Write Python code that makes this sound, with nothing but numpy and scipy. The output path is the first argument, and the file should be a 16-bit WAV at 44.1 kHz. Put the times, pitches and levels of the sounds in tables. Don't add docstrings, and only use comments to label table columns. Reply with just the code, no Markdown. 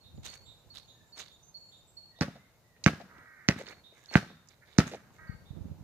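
import sys
import numpy as np
from scipy import signal
from scipy.fft import rfft, irfft
from scipy.io import wavfile
from scipy.ndimage import uniform_filter1d

SR = 44100
rng = np.random.default_rng(int(sys.argv[2]) if len(sys.argv) > 2 else 0)


def ratio(d):
    e = np.asarray(d, float) / 20
    return 10 ** e


def transcribe(u):
    v = np.clip(np.atleast_2d(u).T, -1, 1)
    q = np.round(v * 32767).astype(np.int16)
    wavfile.write(sys.argv[1], SR, q)


N = 257103
TIME = np.arange(N) / SR


def rms_one(x):
    return x / np.sqrt(np.mean(x ** 2) + 1e-20)


def at_hz(points, hz):
    table = np.array(points)
    return np.interp(np.log(hz), np.log(np.maximum(table[:, 0], 1)), table[:, 1])


def band(x, low_hz, high_hz, order=2):
    edges_hz = [low_hz, min(high_hz, .45 * SR)]
    return signal.sosfilt(signal.butter(order, edges_hz, "band", fs=SR, output="sos"), x)


def ring(x, hz, t60):
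    radius, angle = ratio(-60 / (t60 * SR)), 2 * np.pi * hz / SR
    return signal.lfilter([0, np.sin(angle)], [1, -2 * radius * np.cos(angle), radius ** 2], x + 1e-18)


def drift(rate):
    r = np.exp(-2 * np.pi * rate / SR)
    settled = signal.lfilter([1], [1, -2 * r, r * r], rng.standard_normal(N + SR))[SR:]
    return rms_one(settled)


def coloured(x, spectrum):
    hz = np.maximum(np.fft.rfftfreq(N, 1 / SR), 10)
    return rms_one(irfft(rfft(x) * ratio(at_hz(spectrum, hz)), N))


def ports(x, pan_db, lag=4.42):
    low = signal.lfilter(*signal.butter(1, 700, fs=SR), x)
    high = x - low
    late = np.interp(np.arange(len(x)) - lag, np.arange(len(x)), high, left=0)
    return np.array([low + late * ratio(pan_db / 2), low + high * ratio(-pan_db / 2)])


def add(out, x, s):
    i = round(s * SR)
    out[..., i:i + x.shape[-1]] += x[..., :N - i]


def strokes(rows, attack_s, fade_db_per_s):
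    s, hold, db = np.transpose(rows)[:3, :, None]
    since = TIME - s
    rise = np.clip(since / attack_s, 0, 1) ** 2
    return since, rise * ratio(db - fade_db_per_s * np.maximum(since - attack_s - hold, 0))


def among_trees(x, wet_db, t60):
    t = np.arange(SR) / SR
    tail = rng.standard_normal((2, SR)) * ratio(-60 * t / t60) * np.minimum(t / 0.01, 1)
    wet = signal.fftconvolve(x[None], tail / np.sqrt(np.sum(tail[0] ** 2)), axes=1)[:, :N]
    return ports(x, -12.0) + ratio(wet_db) * wet


def air():
    # frequency_hz, density_db (per Hz)
    air_spectrum = [(15, -36.5), (25, -2), (123, 0.5), (270, -12), (575, -10), (796, -13.5), (887, -12.5),
                    (1130, -17.5), (2000, -23), (3920, -18.5), (5430, -22.5), (6560, -20), (8590, -27.5),
                    (14800, -24), (16000, -46)]
    # time_s, level_db
    background = [(0.0, -72.5), (0.32, -70), (1.6, -73), (2.34, -72.5), (2.76, -73.5), (3.05, -54), (3.31, -74),
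                  (3.7, -69), (4.0, -74.5), (4.58, -74), (5.0, -71), (5.5, -64.5)]
    # frequency_hz, likeness (1 = the same)
    likeness = [(60, 0.4), (180, 0.99), (550, 0.74), (1650, 0.52), (4970, -0.45), (15000, -0.096)]
    hz = np.maximum(np.fft.rfftfreq(N, 1 / SR), 10)
    alike = np.clip(at_hz(likeness, hz), 0, 1)
    mid, side = rfft(rng.standard_normal((2, N))) * ratio(at_hz(air_spectrum, hz))
    both = np.sqrt(1 + alike) * mid + np.sqrt(1 - alike) * side * [[1], [-1]]
    dull = irfft(both / (1 + (hz / 2500) ** 4), N)
    hiss = irfft(both / (1 + (2500 / hz) ** 4), N)
    hiss = hiss + band(hiss, 2000, 4200) * (ratio(2 * drift(6.5)) - 1)
    background_db = np.minimum(np.interp(TIME, *np.transpose(background)), -68)
    hiss_db = -79 + 0.25 * (background_db + 64.5)
    dull = dull * ratio(background_db) / np.std(band(dull, 330, 850))
    return dull + hiss * ratio(hiss_db) / np.std(band(hiss, 9300, 13000))


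def wind():
    # start_s, hold_s, level_db, pan_db
    gusts = [(0.021, 0.058, -56, 6.5), (0.129, 0.018, -45, -8.5), (0.224, 0.045, -66, 2),
             (0.363, .1, -63.5, -10), (0.61, 0.026, -67, -8), (0.694, 0.016, -58, 2),
             (0.944, 0.015, -68.5, -6), (1.2, 0.27, -70.5, 1), (1.584, .03, -82, 5), (1.75, 0.26, -71, -5),
             (4.983, 0.17, -64, 11), (5.178, 0.067, -53.5, -1), (5.293, 0.16, -59, 11),
             (5.503, .08, -45.5, -6), (5.628, 0.03, -41, -8.5), (5.765, 0.01, -50, -5)]
    # start_s, peak_db, pitch_hz, pan_db
    knocks = [(0.143, -46, 86, -27), (0.173, -65, 100, -13), (5.293, -32.5, 104.1, 30),
              (5.346, -42.5, 78.9, 32), (5.505, -36.5, 86, -34.5), (5.642, -48, 184, 18),
              (5.653, -38, 185, -18), (5.712, -36, 106, -43), (5.807, -44, 96, -15)]
    gains = strokes(gusts, attack_s=0.037, fade_db_per_s=158)[1]
    pan_db = np.clip(np.transpose(gusts)[3], -20, 20)
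    lumps = np.array([rms_one(band(rng.standard_normal(N) * ratio(4.9 * drift(26)), 25, 134.0)) for side in "LR"])
    out = ratio(pan_db * [[.5], [-.5]]) @ gains * lumps
    t = np.arange(3000) / SR
    push = np.where(t < .004, np.sin(np.pi * t / .004), 0)
    for s, peak_db, hz, side_db in knocks:
        knock = ring(push, hz * 1.52, 0.014)
        level_db = peak_db + 11.5 + np.minimum([[side_db], [-side_db]], 0)
        add(out, ratio(level_db) * knock / np.abs(knock).max(), s)
    return out


def crow():
    # start_s, hold_s, level_db, pitch_hz, beak_db (upper band re all, at the start)
    caws = [
        (3.088, 0.36, -60, 333.4, -19.5),
        (4.608, 0.016, -61.5, 302.6, -12),
        (5.176, 0.14, -57.5, 325, -18),
    ]
    # frequency_hz, width_hz, level_db
    throat = [(1398, 920, 2), (1561, 940, 9.5), (1860, 630, 10.5), (2270, 540, 9.5)]
    hoarseness = np.array([1.5, 1.2, .8])
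    since, gains = strokes(caws, attack_s=0.014, fade_db_per_s=916)
    caw = gains.argmax(axis=0)
    since = np.clip(np.choose(caw, since), 0, .5)
    hoarse = np.array(hoarseness)[caw]
    sag_hz_per_s, beak_db_per_s = 87, 19
    hz, open_db = np.transpose(caws)[3:, caw] + since * [[-sag_hz_per_s], [beak_db_per_s]]
    hz = hz * (1 - 0.1 * np.exp(-since / 0.016))
    phase = np.cumsum(hz * (1 + .013 * hoarse * drift(70))) / SR % 1
    pulses = rms_one(np.diff(phase, prepend=0) < 0) * ratio(2.0 * drift(156.5))
    source = pulses + hoarse * rng.standard_normal(N) * (phase < .4)
    voice = 0
    for k, (f, width, peak_db) in enumerate(throat):
        gain = ratio(peak_db + (open_db + 8.5) * (k - 3.5) * 0.67)
        voice = voice + gain * ring(source, f, 3.9 / width) * width / 250 * (-1) ** k
    voice = band(voice, 825, 2100, order=5) + 0.16 * band(source, 550, 1100)
    voice = voice / np.sqrt(uniform_filter1d(voice ** 2, size=4000))
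    return among_trees(gains.sum(axis=0) * ratio(-1.0) * voice, wet_db=-2.0, t60=0.51)


def whistler(notes, wet_db, waver):
    attack_s = .015
    gain = strokes(notes, attack_s, fade_db_per_s=393)[1].sum(axis=0)
    s, hold, _, start, end = np.transpose(notes)
    hz = np.interp(TIME, np.ravel([s, s + attack_s + hold], "F"), np.ravel([start, end], "F"))
    phase = 2 * np.pi * np.cumsum(hz * (1 + waver * drift(120))) / SR
    return among_trees(gain * ratio(6.0 + 3.3 * drift(30)) * np.sin(phase), wet_db, t60=0.85)


def whistling_birds():
    # start_s, hold_s, level_db, from_hz, to_hz
    whistles = [(0.02, 0.033, -87, 7140, 7250), (0.14, 0.042, -80, 7160, 6830),
                (0.425, 0.062, -78, 7280, 7400), (0.86, 0.051, -77.5, 6700, 6670),
                (1.055, 0.039, -82, 7300, 7300), (1.315, 0.016, -76.5, 7200, 6800),
                (1.56, 0.077, -80, 6800, 7300), (1.65, 0.094, -78, 7270, 7090),
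                (1.865, 0.058, -79.5, 7760, 7470)]
    # start_s, hold_s, level_db, from_hz, to_hz
    warble = [(1.42, 0.056, -67.5, 6200, 6350)]
    # start_s, hold_s, level_db, from_hz, to_hz
    flutes = [(0.94, 0.13, -83.5, 1800, 1700), (2.105, 0.13, -77.5, 1900, 1960),
              (2.36, 0.077, -77, 1983, 2130), (2.45, 0.11, -92, 2180, 2140),
              (2.63, 0.045, -83.5, 1890, 2020), (2.69, 0.047, -82, 2010, 1896),
              (3.965, 0.089, -80.5, 1727, 1650)]
    high = whistler(whistles, wet_db=1.5, waver=0.0033)
    near = whistler(warble, wet_db=-10.0, waver=0.0027)
    return high + near + whistler(flutes, wet_db=2.5, waver=.02)


def songbird():
    # start_s, peak_db, pitch_hz
    high_notes = [(0.0044, -66.5, 4260), (0.281, -50, 4370), (0.698, -53, 4340), (1.1217, -51, 4374),
                  (1.5409, -48, 4340), (1.9664, -49, 4315), (3.655, -56, 4315), (4.084, -50, 4300),
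                  (5.2684, -66, 4460), (5.3133, -69.5, 4445)]
    # start_s, peak_db, pitch_hz
    low_notes = [(0.0323, -65.5, 3710), (0.4544, -57, 3710), (0.8774, -61, 3730), (1.2894, -62.5, 3623),
                 (1.7135, -62, 3650), (2.155, -61.5, 3700), (2.3, -71.5, 3625), (3.8342, -60.5, 3700),
                 (4.2702, -62, 3654), (5.4495, -66.5, 3638)]
    out, t = np.zeros(N), np.arange(round(.12 * SR)) / SR
    for notes, length, fall, glide, buzz in ((high_notes, .065, .04, .02, 0), (low_notes, .1, -.05, .014, 1.0)):
        shape = np.clip(np.minimum(t / 0.0099, (length - t) / 0.064), 0, 1)
        for s, db, hz in notes:
            unsteady = 0.0019 * np.interp(t, t[::200], rng.standard_normal(27))
            pitch = hz * (1 + fall * (np.exp(-t / glide) - .15) + unsteady)
            wander = 5 * np.cumsum(rng.standard_normal(len(t))) / np.sqrt(len(t))
            tremolo = np.sin(2 * np.pi * 235 * rng.normal(1, 0.04) * t + wander)
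            phase = 2 * np.pi * np.cumsum(pitch) / SR + buzz * np.exp(-t / 0.24) * tremolo
            add(out, ratio(db + 1.5) * shape * np.sin(phase), s)
    return among_trees(out * ratio(1.8 * drift(15)), wet_db=2.0, t60=0.58)


def scuffs():
    # start_s, hold_s, bright_db, dull_db (re bright)
    drags = [(0.219, 0.013, -59, -15), (0.3, 0.0073, -70.5, 5.5), (0.722, 0.005, -67, -4),
             (1.146, 0.021, -60.5, -0.5), (3.55, 0.0094, -68.5, 15), (3.643, 0.029, -71, 16.5),
             (3.914, 0.21, -80, 8), (4.101, 0.012, -65, 16.5), (4.467, 0.023, -83.5, 13),
             (4.639, 0.13, -82.5, 14), (4.839, 0.014, -63.5, 8), (4.91, 0.0082, -92.5, 27),
             (5.11, 0.0066, -80.5, 4)]
    # frequency_hz, density_db (per Hz)
    grit_spectrum = [(700, -10), (2200, -10.5), (3200, -10), (4860, -18), (6390, -8), (7250, -13),
                     (10400, -28), (16000, -32)]
    # frequency_hz, density_db (per Hz)
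    sole_spectrum = [(150, -32.5), (350, 6.5), (1000, -1.5), (2300, 6), (3300, -46.5), (6000, -34.5)]
    gains = strokes(drags, attack_s=0.037, fade_db_per_s=227.5)[1]
    bright, dull = gains.sum(axis=0), ratio(np.transpose(drags)[3]) @ gains
    sizes = ratio(3 * np.minimum(rng.exponential(1, (3, N)), 4))
    grains = rng.standard_normal((3, N)) * sizes * (rng.random((3, N)) < .08)
    dealt, sole = rng.integers(0, 10, N), grains[0]
    stones_hz = np.geomspace(900, 12000, 10)
    grains = sum(np.sqrt(hz) * hz * ring(grains * (dealt == k), hz, 9 / hz) for k, hz in enumerate(stones_hz))
    sides = []
    for g in grains[1:]:
        crunch = rms_one(band(ring(g, 4300 + 900 * drift(0.98)[0], 0.0028), 3700, 12000))
        sides.append(coloured(grains[0] + 2.4 * g, grit_spectrum) + .5 * crunch * ratio(7.0 * drift(3.4)))
    grit = np.array(sides) * ratio([[-2.5], [2.5]])
    rub = ports(coloured(sole * ratio(2.9 * drift(60)), sole_spectrum), -15.0)
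    return ratio(2.0 * drift(70)) * (bright * ratio(12.0) * grit + dull * ratio(-1.0) * rub)


def taps():
    # start_s, peak_db, pitch_hz, pan_db, t60_s
    heels_and_palms = [(2.359, -47.5, 560, -5, 0.084), (2.774, -62, 496, -1, 0.026),
                       (3.001, -42.5, 690, -11, 0.012), (3.012, -45.5, 560, 16, 0.048),
                       (3.595, -39, 388, -7, 0.059), (3.603, -41.5, 476, 7, 0.024),
                       (3.6108, -33.5, 523, 6, 0.044), (3.726, -54, 580, 28, 0.025),
                       (3.923, -52.5, 546, 9, 0.031), (4.312, -52, 400, -12, 0.039),
                       (4.112, -46, 290, -14, .02), (3.921, -60.5, 372, 1.5, 0.014),
                       (4.764, -53.5, 498, -7, 0.055), (4.867, -45, 490, 12, 0.056),
                       (4.915, -37, 418, -6, 0.18), (4.936, -32, 607, -6, 0.028),
                       (4.946, -36, 564, -6, 0.029), (5.105, -55.5, 860, -2.5, 0.036),
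                       (2.187, -49.5, 660, -4, 0.062), (3.182, -51, 318, -12, 0.024),
                       (4.113, -42.5, 680, 12, 0.015), (4.129, -67.5, 510, 1, 0.024)]
    # start_s, peak_db, pitch_hz, pan_db, t60_s
    cracks = [(0.175, -57, 3710, -11, 0.017), (0.2425, -60, 4200, -12, 0.03),
              (0.261, -45, 2730, -18, 0.026), (0.34, -40, 3860, -9, 0.011), (0.757, -68, 4000, 3, 0.012),
              (2.763, -59, 1900, -11, 0.071), (5.104, -68, 2477, 3, 0.01), (2.2082, -33.5, 6000, -8, 0.017),
              (3.4817, -39, 4600, -1, 0.018), (2.856, -52, 2600, -27, .03), (3.5867, -47, 2100, -2, 0.015),
              (3.6683, -40.5, 2370, -7, 0.012), (3.668, -39.5, 4360, -2, 0.0059),
              (4.129, -42.5, 2200, -8, 0.017), (4.781, -33, 5600, -20, .02), (0.355, -50, 2320, -3, 0.016),
              (3.722, -46, 2130, -10, 0.054), (3.687, -38, 3940, -9, 0.011),
              (3.9513, -65, 1900, -13, 0.021), (3.9717, -62, 1930, -23, 0.015),
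              (4.059, -43, 4590, -12.5, 0.0068), (4.474, -64, 6540, -25.5, 0.017),
              (4.4867, -57.5, 6300, -34, 0.023), (4.6763, -72, 2190, -14, 0.024),
              (2.188, -52, 3900, -16, 0.019), (2.839, -38.5, 6350, -25, 0.042),
              (2.8402, -40.5, 2720, -10, 0.033), (0.2483, -49, 6300, -13, 0.016),
              (0.3286, -46, 4900, -8, 0.01), (1.1785, -42, 4600, 1, .012), (1.19, -37, 5100, -9, 0.0092),
              (0.7545, -52, 4420, -5, .012), (2.842, -22.5, 4700, -10.5, 0.0049),
              (4.108, -50, 2550, 14, 0.0086), (4.139, -32, 4500, -13, .02), (4.142, -32.5, 2097, -8, 0.023),
              (4.783, -25, 6170, -24, 0.026), (4.794, -27, 5960, -14, 0.0075)]
    out, t = np.zeros((2, N)), np.arange(3000) / SR
    for s, db, hz, pan_db, t60 in heels_and_palms + cracks:
        spatter = rng.standard_normal(len(t)) * ratio(-60 * t / t60) * np.minimum(t * hz, 1)
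        burst = spatter + 0.81 * np.sqrt(SR / hz) * (t == 0)
        tick = band(burst, hz / 1.35, min(hz * 1.3, 7200), order=3) + 0.1 * band(burst, 1900, 4600)
        add(out, ports(ratio(db) * tick / np.abs(tick).max(), pan_db), s)
    return out


def ball_slap(t, slap_db, bright_db, pitch, wall_db, low_db):
    # frequency_hz, level_db, t60_s
    shell_modes = [(576, -14, 0.07), (696, -12, 0.061), (855, -6.5, 0.019), (1192, -14, 0.06),
                   (1540, 5.5, 0.013), (1514, -29, 0.36), (1700, -7, 0.017), (1950, 6, 0.0081),
                   (2350, -5.5, 0.0081), (2500, -21.5, .01), (2770, -36.5, 0.18)]
    # frequency_hz, level_db, t60_s
    skin_modes = [(4100, 0, .004), (4900, -3, .0028), (5700, -4, .0028), (6400, -5, .0028),
                  (7100, -11, .003)]
    click = -1. * (t == 0)
    spatter = click + .3 * rng.standard_normal(len(t)) * np.exp(-(t / .0006) ** 2)
    wall = skin = 0
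    for hz, db, t60 in shell_modes:
        gain = ratio(db + wall_db + low_db * (hz < 1000) + rng.normal(0, 1.5))
        wall = wall + gain * ring(click, hz * (pitch if hz > 1000 else 1) * rng.normal(1, .02), t60)
    for hz, db, t60 in skin_modes:
        gain = ratio(db * (1 - min(bright_db, 0) / 9) + rng.normal(0, 1.5))
        skin = skin + gain * ring(spatter, hz * rng.normal(1, .02), t60)
    pop_s = 0.000099
    pop = -ratio(-2.5 + wall_db / 2) * np.exp(-(t / pop_s - 1.5) ** 2)
    bright = ratio(bright_db + 13.0) * band(skin, 4100, 7000, order=4)
    return ratio(slap_db - 10.5) * band(band(pop + wall, 6.7, 4200, order=1) + bright, 120, 7000, order=5)


def ball_thud(t, peak_db):
    thud_hz, squash_s, t60_s, rebound_s = 165, .008, .0082, .00175
    squash = (1 - np.exp(-(t / squash_s) ** 2)) * ratio(-60 * t / t60_s)
    thud = band(squash * np.sin(2 * np.pi * thud_hz * (t - rebound_s)), 75, 4500)
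    return ratio(peak_db + 1.5) * thud / np.abs(thud).max()


def lane_echoes(out, slap, thud, far_db, fence_ms, fence_db, house_ms):
    # delay_s, level_db, top_hz, bottom_hz, side (pan factor)
    reflectors = [(.0068, -12, 1091, 262, -0.039), (.014, -18, 3000, 675, -0.35),
                  (.021, -19, 2447, 99.7, -1.5), (.032, -27, 1965, 81, 0.24), (.071, -24, 438, 60, 1),
                  (.092, -40.5, 600, 60.7, 1), (.145, -36, 900, 188, -0.24)]
    for delay, db, top_hz, bottom_hz, echo_side in reflectors:
        smear = rng.standard_normal(400) * np.hanning(400) ** 2 * 0.15 + 0.57 * (np.arange(400) == 100)
        slap_gain = ratio(fence_db * (.01 < delay < .018) - 2.2 * (delay < .01))
        echo = slap_gain * signal.fftconvolve(slap[:4000], smear)[:4000] + 0.64 * np.roll(thud[:4000], 100)
        echo = band(echo, bottom_hz, top_hz, order=1)
        later_ms = house_ms if delay > .05 else fence_ms * (delay > .01)
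        i = round((delay + later_ms / 1000) * SR) - 100
        out[:, i:i + len(echo)] += ratio(db + far_db) * ports(echo, 3 * echo_side - 2.5)


def hedge_scatter(t, level_db):
    # frequency_hz, level_db, t60_s
    scatter_bands = [(103, -31.5, 0.15), (196, -20.5, 0.14), (415, -29, 0.09), (790, -33, 0.13),
                     (1570, -28, 0.19), (3000, -26, 0.11), (4940, -28.5, 0.11), (7800, -43, 0.12),
                     (11600, -44, 0.13)]
    out = np.zeros((2, len(t)))
    knots = np.arange(0, .5, 0.004)
    shared = rng.standard_normal(500)[:len(knots)]
    for hz, db, t60 in scatter_bands:
        uneven = 2.1 * shared + 0.99 * rng.standard_normal(500)[:len(knots)]
        lumps = ratio(0.5 * np.interp(t, knots, uneven) * np.clip(hz / 600, 0, 1))
        mid, side = band(rng.standard_normal((2, len(t))), hz / 1.37, hz * 1.24)
        apart = np.clip(0.18 * np.log2(hz / 100), 0, 1)
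        decay = ratio(-60 * t / t60) + ratio(-15.0 - 60 * t / (4.66 * t60))
        swell = (1 - np.exp(-(t / 0.0043) ** 2)) * decay
        out += ratio(db + level_db) * swell * lumps * rms_one(mid + apart * side * [[1], [-1]])
    return out


def bounce(slap_db, thud_db, bright_db, far_db, fence_ms, fence_db, house_ms, pitch, wall_db, low_db):
    t = np.arange(SR // 2) / SR
    slap = ball_slap(t, slap_db, bright_db, pitch, wall_db, low_db)
    thud = ball_thud(t, slap_db + thud_db)
    out = ports(slap + thud, -14.0)
    lane_echoes(out, slap, thud, far_db, fence_ms, fence_db, house_ms)
    return out + hedge_scatter(t, slap_db + thud_db + 0.41 * far_db)


def ball():
    # start_s, slap_db, thud_db (re slap), bright_db (re slap), echoes_db (stronger far from the microphone)
    blows = [
        (2.2105, -22, 4.5, -5, 13),
        (2.8623, -7, -1.5, -12.5, 2.5),
        (3.4871, -13.5, 1, -3.5, 5),
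        (4.1549, -7, -0.5, -28.5, -1.5),
        (4.7854, -10.5, 4, -8.5, 0),
    ]
    # fence_later_ms, fence_db, houses_later_ms
    lane = [(-1.5, 3, -1.5), (-.6, 7, -2), (1, -6, 2.5), (.2, 7, 1), (1.5, 11, 8)]
    # pitch_share, level_db, low_modes_db (more)
    struck = [(.95, -2.5, 11), (1.1, 0, 1.6), (1.3, 1.5, -4.5), (1.03, -1, 3.5), (.85, -3, 6.5)]
    out = np.zeros((2, N))
    for k, (s, *blow) in enumerate(blows):
        add(out, bounce(*blow, *lane[k], *struck[k]), s)
    return out


def scene():
    birds = songbird() + whistling_birds() + crow()
    return ball() + taps() + scuffs() + birds + wind() + air()


def top_cut(x):
    return signal.sosfilt(signal.butter(12, 15850, fs=SR, output="sos"), x)


def record(dry):
    x = signal.sosfilt(signal.butter(3, 55, "high", fs=SR, output="sos"), dry)
    notch_hz, width_hz, share = 3308, 490, 0.42
    x = x - share * signal.lfilter(*signal.iirpeak(notch_hz, notch_hz / width_hz, fs=SR), x)
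    return top_cut(np.clip(x, -.95, .95))


dry = scene()
out = record(dry)
transcribe(out)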